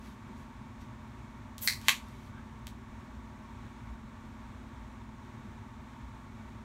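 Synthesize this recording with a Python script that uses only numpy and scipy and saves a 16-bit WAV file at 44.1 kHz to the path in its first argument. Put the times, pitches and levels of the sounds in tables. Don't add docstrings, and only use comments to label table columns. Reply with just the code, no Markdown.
import sys
import numpy as np
from scipy import signal
from scipy.fft import rfft, irfft
from scipy.io import wavfile

SR = 44100
rng = np.random.default_rng(int(sys.argv[2]) if len(sys.argv) > 2 else 0)


def inscribe(sig):
    pcm = np.round(np.clip(np.atleast_2d(sig).T, -1, 1) * 32767)
    wavfile.write(sys.argv[1], SR, pcm.astype(np.int16))


N = 292905
TOP_HZ = 15800

# (time [s], energy [dB])
POPS = [(1.6751, 1.5), (1.6991, -9), (1.7248, -13)]
# (frequency [Hz], relative level [dB])
POP_COLOUR = [(150, -44), (700, -27), (1250, -16.5), (1600, -10), (2050, 1), (2400, -5), (2850, -19.5),
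              (3600, -13.5), (4200, 2), (4900, -7), (6600, -14), (7900, -13.5), (9500, -15), (16000, -21)]
# (time [s], energy [dB])
CRUNCH = [(1.8837, 6.5)]
# (frequency [Hz], relative level [dB])
CRUNCH_COLOUR = [(150, -31.5), (480, -27), (750, -15), (1100, 2), (1330, -13.5), (1650, -4), (2200, 1.5),
                 (3100, -2.5), (4400, -5.5), (4900, -14.5), (7000, -9), (9000, -18.5), (12000, -13.5),
                 (16000, -26)]
# (time [s], energy [dB], body boost before levelling [dB])
TICKS = [(1.5812, -21.5, -7), (1.8143, -29.5, -4), (1.8513, -37, 0), (2.0845, -38, 0), (2.6693, -21, 12)]
# (frequency [Hz], relative level [dB])
TICK_COLOUR = [(150, -35), (700, -19), (1500, -10), (2500, -1.5), (3600, 4.5), (5000, -1), (7500, 0.5),
               (9500, -5.5), (11700, -3.5), (16000, -9)]
TICK_BODY_HZ = 2400

# (frequency [Hz], relative level [dB])
FIZZ_COLOUR = [(500, -19), (2000, -16.5), (5000, -13.5), (9000, -8.5), (10500, -13), (12200, 2.5),
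               (13700, -11), (15300, -1.5), (16200, -3.5)]
SQUEEZE_START_S, SQUEEZE_ATTACK_S, SQUEEZE_DB = 1.606, 0.015, -37.5
SQUEEZE_RISE_DB, SQUEEZE_SAG_DB_PER_S = 25, 50
POP_RELIEF_DB, SQUEEZE_RELEASE_DB_PER_S = 3, 190

# (loudest time [s], level [dB], 20 dB rise [s], 20 dB fall [s])
RUSTLES = [(.06, -63, .13, .14), (.39, -68, .08, .1), (.815, -63, .025, 0.021), (1.878, -50.5, 0.066, .04)]
# (frequency [Hz], relative level [dB])
RUSTLE_COLOUR = [(500, -14), (1500, 1.5), (2300, 5), (4200, 0), (7000, -3.5), (10400, -9), (12000, -6.5),
                 (16000, -18)]
BAND_START_S, BAND_END_S, BAND_FADE_S, BAND_DB = 1.58, 2.3, 0.02, -70.5
# (loudest time [s], level [dB], 20 dB rise [s], 20 dB fall [s])
SCUFFS = [(2.385, -54.5, .075, 0.033)]
# (frequency [Hz], relative level [dB])
SCUFF_COLOUR = [(600, -28), (1200, 0), (1550, 5), (2000, -16), (3400, -16), (6000, -44)]
# (loudest time [s], level [dB])
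BUMPS = [(2.66, -42.5), (3.2, -44.5), (3.92, -45), (4.85, -48), (6.08, -46)]
# (frequency [Hz], relative level [dB])
BUMP_COLOUR = [(15, -25), (40, -9), (58, 8), (85, -5), (130, -27), (300, -62)]
BUMP_RISE_S, BUMP_FALL_S = 0.11, 0.081

# (delay [s], gain of the hard echo)
WALLS = [(.0076, 0.3), (.0095, 0.41), (0.01, 0.17), (0.0177, .15), (0.0232, 0.096)]
# (frequency [Hz], time to fade by 60 dB [s])
ROOM = [(300, 0.25), (1000, 0.17), (2200, 0.21), (4500, 0.22), (8000, 0.23), (15000, 0.18)]

# (frequency [Hz], rms level [dB])
HUM = [(59.6, -57), (220.9, -55), (239.9, -60.5), (258.9, -59)]
# (frequency [Hz], level [dB per Hz])
RUMBLE = [(10, -102), (26, -87), (34, -77.5), (43, -74), (56, -73), (74, -74), (84, -71), (112, -69.5),
          (150, -77), (182, -83), (205, -74), (232, -82.5), (275, -87.5), (370, -82.5), (460, -102),
          (900, -130)]
# (frequency [Hz], level [dB per Hz])
AIR = [(200, -110), (520, -92), (700, -91), (790, -91.5), (1300, -90), (1500, -91), (2300, -96.5),
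       (3000, -103), (3600, -101), (4900, -111), (5600, -108), (7000, -109), (9400, -116), (10400, -123),
       (11700, -120), (16000, -125.5)]
# (frequency [Hz], width at half power [Hz], level [dB per Hz])
DUCT = [(615.4, 31, -86.5), (918, 95.4, -81), (1117, 82, -82.5), (1790, 49, -93), (2248, 90, -94)]


def cracks(events, colour, tear_s, count):
    out = np.zeros(N)
    step = causal(colour)
    r = np.exp(-1 / (tear_s * SR))
    for s, db in events:
        crack = step
        for hz in TOP_HZ * (np.arange(count) + rng.random(count)) / count:
            poles = np.array([1, -2 * r * np.cos(2 * np.pi * hz / SR), r * r])
            crack = signal.lfilter(poles[::-1], poles, crack)
        add(out, s, gain_of(db) * unit(crack))
    return out


def skin_pops():
    return cracks(POPS, POP_COLOUR, tear_s=0.00062, count=10)


def jaw_crunch():
    return cracks(CRUNCH, CRUNCH_COLOUR, tear_s=0.00062, count=12)


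def skin_ticks():
    out = np.zeros(N)
    for s, db, body_db in TICKS:
        colour = [(hz, level + body_db / (1 + (hz / TICK_BODY_HZ) ** 4)) for hz, level in TICK_COLOUR]
        out += cracks([(s, db)], colour, tear_s=0.00069, count=12)
    return out


def squeeze():
    t = np.arange(N) / SR
    held = t - SQUEEZE_START_S - SQUEEZE_ATTACK_S
    released = t - POPS[0][0]
    attack = SQUEEZE_RISE_DB * np.minimum(held / SQUEEZE_ATTACK_S, 0)
    sag = SQUEEZE_SAG_DB_PER_S * np.maximum(held, 0)
    release = (released > 0) * (POP_RELIEF_DB + SQUEEZE_RELEASE_DB_PER_S * released)
    return gain_of(SQUEEZE_DB + attack - sag - release)


def wet_fizz():
    return pulse_spray(squeeze(), FIZZ_COLOUR, grains_per_s=14000)


def noise_band():
    t = np.arange(N) / SR
    nearest_end = np.minimum(t - BAND_START_S, BAND_END_S - t)
    return gain_of(BAND_DB) * np.clip(nearest_end / BAND_FADE_S, 0, 1)


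def rustles_and_band():
    return pulse_spray(strokes(RUSTLES) + noise_band(), RUSTLE_COLOUR, grains_per_s=11000)


def head_scuffs():
    return pulse_spray(strokes(SCUFFS), SCUFF_COLOUR, grains_per_s=3400)


def deep_bumps():
    level = strokes([(s, db, BUMP_RISE_S, BUMP_FALL_S) for s, db in BUMPS])
    return level * unit(tint(rng.standard_normal(N), BUMP_COLOUR)) * np.sqrt(N)


def room(x, tail_db=-1.5, build_s=0.0026, scatter=0.77, size=22050):
    hz, t, z = signal.stft(rng.standard_normal(size), SR, nperseg=256)
    fade = gain_of(-60 * t / read(ROOM, hz)[:, None])
    tail = signal.istft(z * fade, SR, nperseg=256)[1][:size]
    t = np.arange(size) / SR
    response = gain_of(tail_db) * unit(tail * (1 - np.exp(-t / build_s)))
    response[0] += 1
    for delay, gain in WALLS:
        echo = scatter * unit(rng.standard_normal(size) * np.exp(-t / 0.00075))
        echo[0] = 1
        add(response, delay, gain * echo)
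    return signal.fftconvolve(x, response)[:N]


def motor_hum(waver=0.13, wander=0.098):
    t = np.arange(N) / SR
    hum = np.zeros(N)
    for f, db in HUM:
        strength = gain_of(db) * np.sqrt(2) * (1 + waver * drift(5.8))
        phase = 2 * np.pi * (f * t + rng.random()) + wander * drift(1.3)
        hum += strength * np.sin(phase)
    return hum


def rumble(lumps_db=1.0):
    return tint(flat_noise(), RUMBLE) * gain_of(lumps_db * drift(6.6))


def moving_air(swell_db=0.53):
    hz = np.fft.rfftfreq(N, 1 / SR)
    duct = sum(gain_of(db) * np.exp(-((hz - f) / width) ** 2 * 2 * np.log(2)) for f, width, db in DUCT)
    air = tint(flat_noise(), AIR) + irfft(rfft(flat_noise()) * duct, N)
    return air * gain_of(swell_db * drift(4.2))


def appliance():
    return motor_hum() + rumble() + moving_air()


def pulse_spray(level, colour, grains_per_s):
    pulses = rng.standard_normal(N) * (rng.random(N) < grains_per_s / SR)
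    return level * unit(tint(pulses, colour)) * np.sqrt(N)


def strokes(rows):
    t = np.arange(N) / SR
    level = np.zeros(N)
    for s, db, rise_s, fall_s in rows:
        level += gain_of(db - 20 * np.maximum((s - t) / rise_s, (t - s) / fall_s))
    return level


def drift(rate_hz):
    hz = np.fft.rfftfreq(N, 1 / SR)
    slow = irfft(rfft(rng.standard_normal(N)) * np.exp(-(hz / rate_hz) ** 2), N)
    return unit(slow) * np.sqrt(N)


def flat_noise():
    return rng.standard_normal(N) * np.sqrt(SR / 2)


def causal(colour, size=2048):
    log_gain = np.log(gain_of(read(colour, abs(np.fft.fftfreq(size, 1 / SR)))))
    return np.fft.ifft(np.exp(np.conj(signal.hilbert(log_gain)))).real[:size // 2]


def tint(x, colour):
    return irfft(rfft(x) * gain_of(read(colour, np.fft.rfftfreq(len(x), 1 / SR))), len(x))


def read(points, hz):
    f, value = np.transpose(points)
    return np.interp(np.log(hz + 1), np.log(f + 1), value)


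def gain_of(db):
    return 10 ** (np.asarray(db) / 20)


def unit(x):
    return x / np.sqrt(np.sum(x ** 2) + 1e-20)


def add(mix, s, sound):
    part = mix[round(s * SR):][:len(sound)]
    part += sound[:len(part)]


def scene(tick_room=0.65):
    ticks = skin_ticks()
    bite = skin_pops() + jaw_crunch() + wet_fizz()
    soft_noises = rustles_and_band() + head_scuffs()
    in_room = room(bite + soft_noises + tick_room * ticks)
    dry_ticks = (1 - tick_room) * ticks
    return (in_room + dry_ticks + deep_bumps() + appliance())[None]


def record(dry):
    lowpass = signal.firwin(511, TOP_HZ, window=("kaiser", 9), fs=SR)
    return signal.oaconvolve(dry, lowpass[None], "same")


dry = scene()
out = record(dry)
inscribe(out)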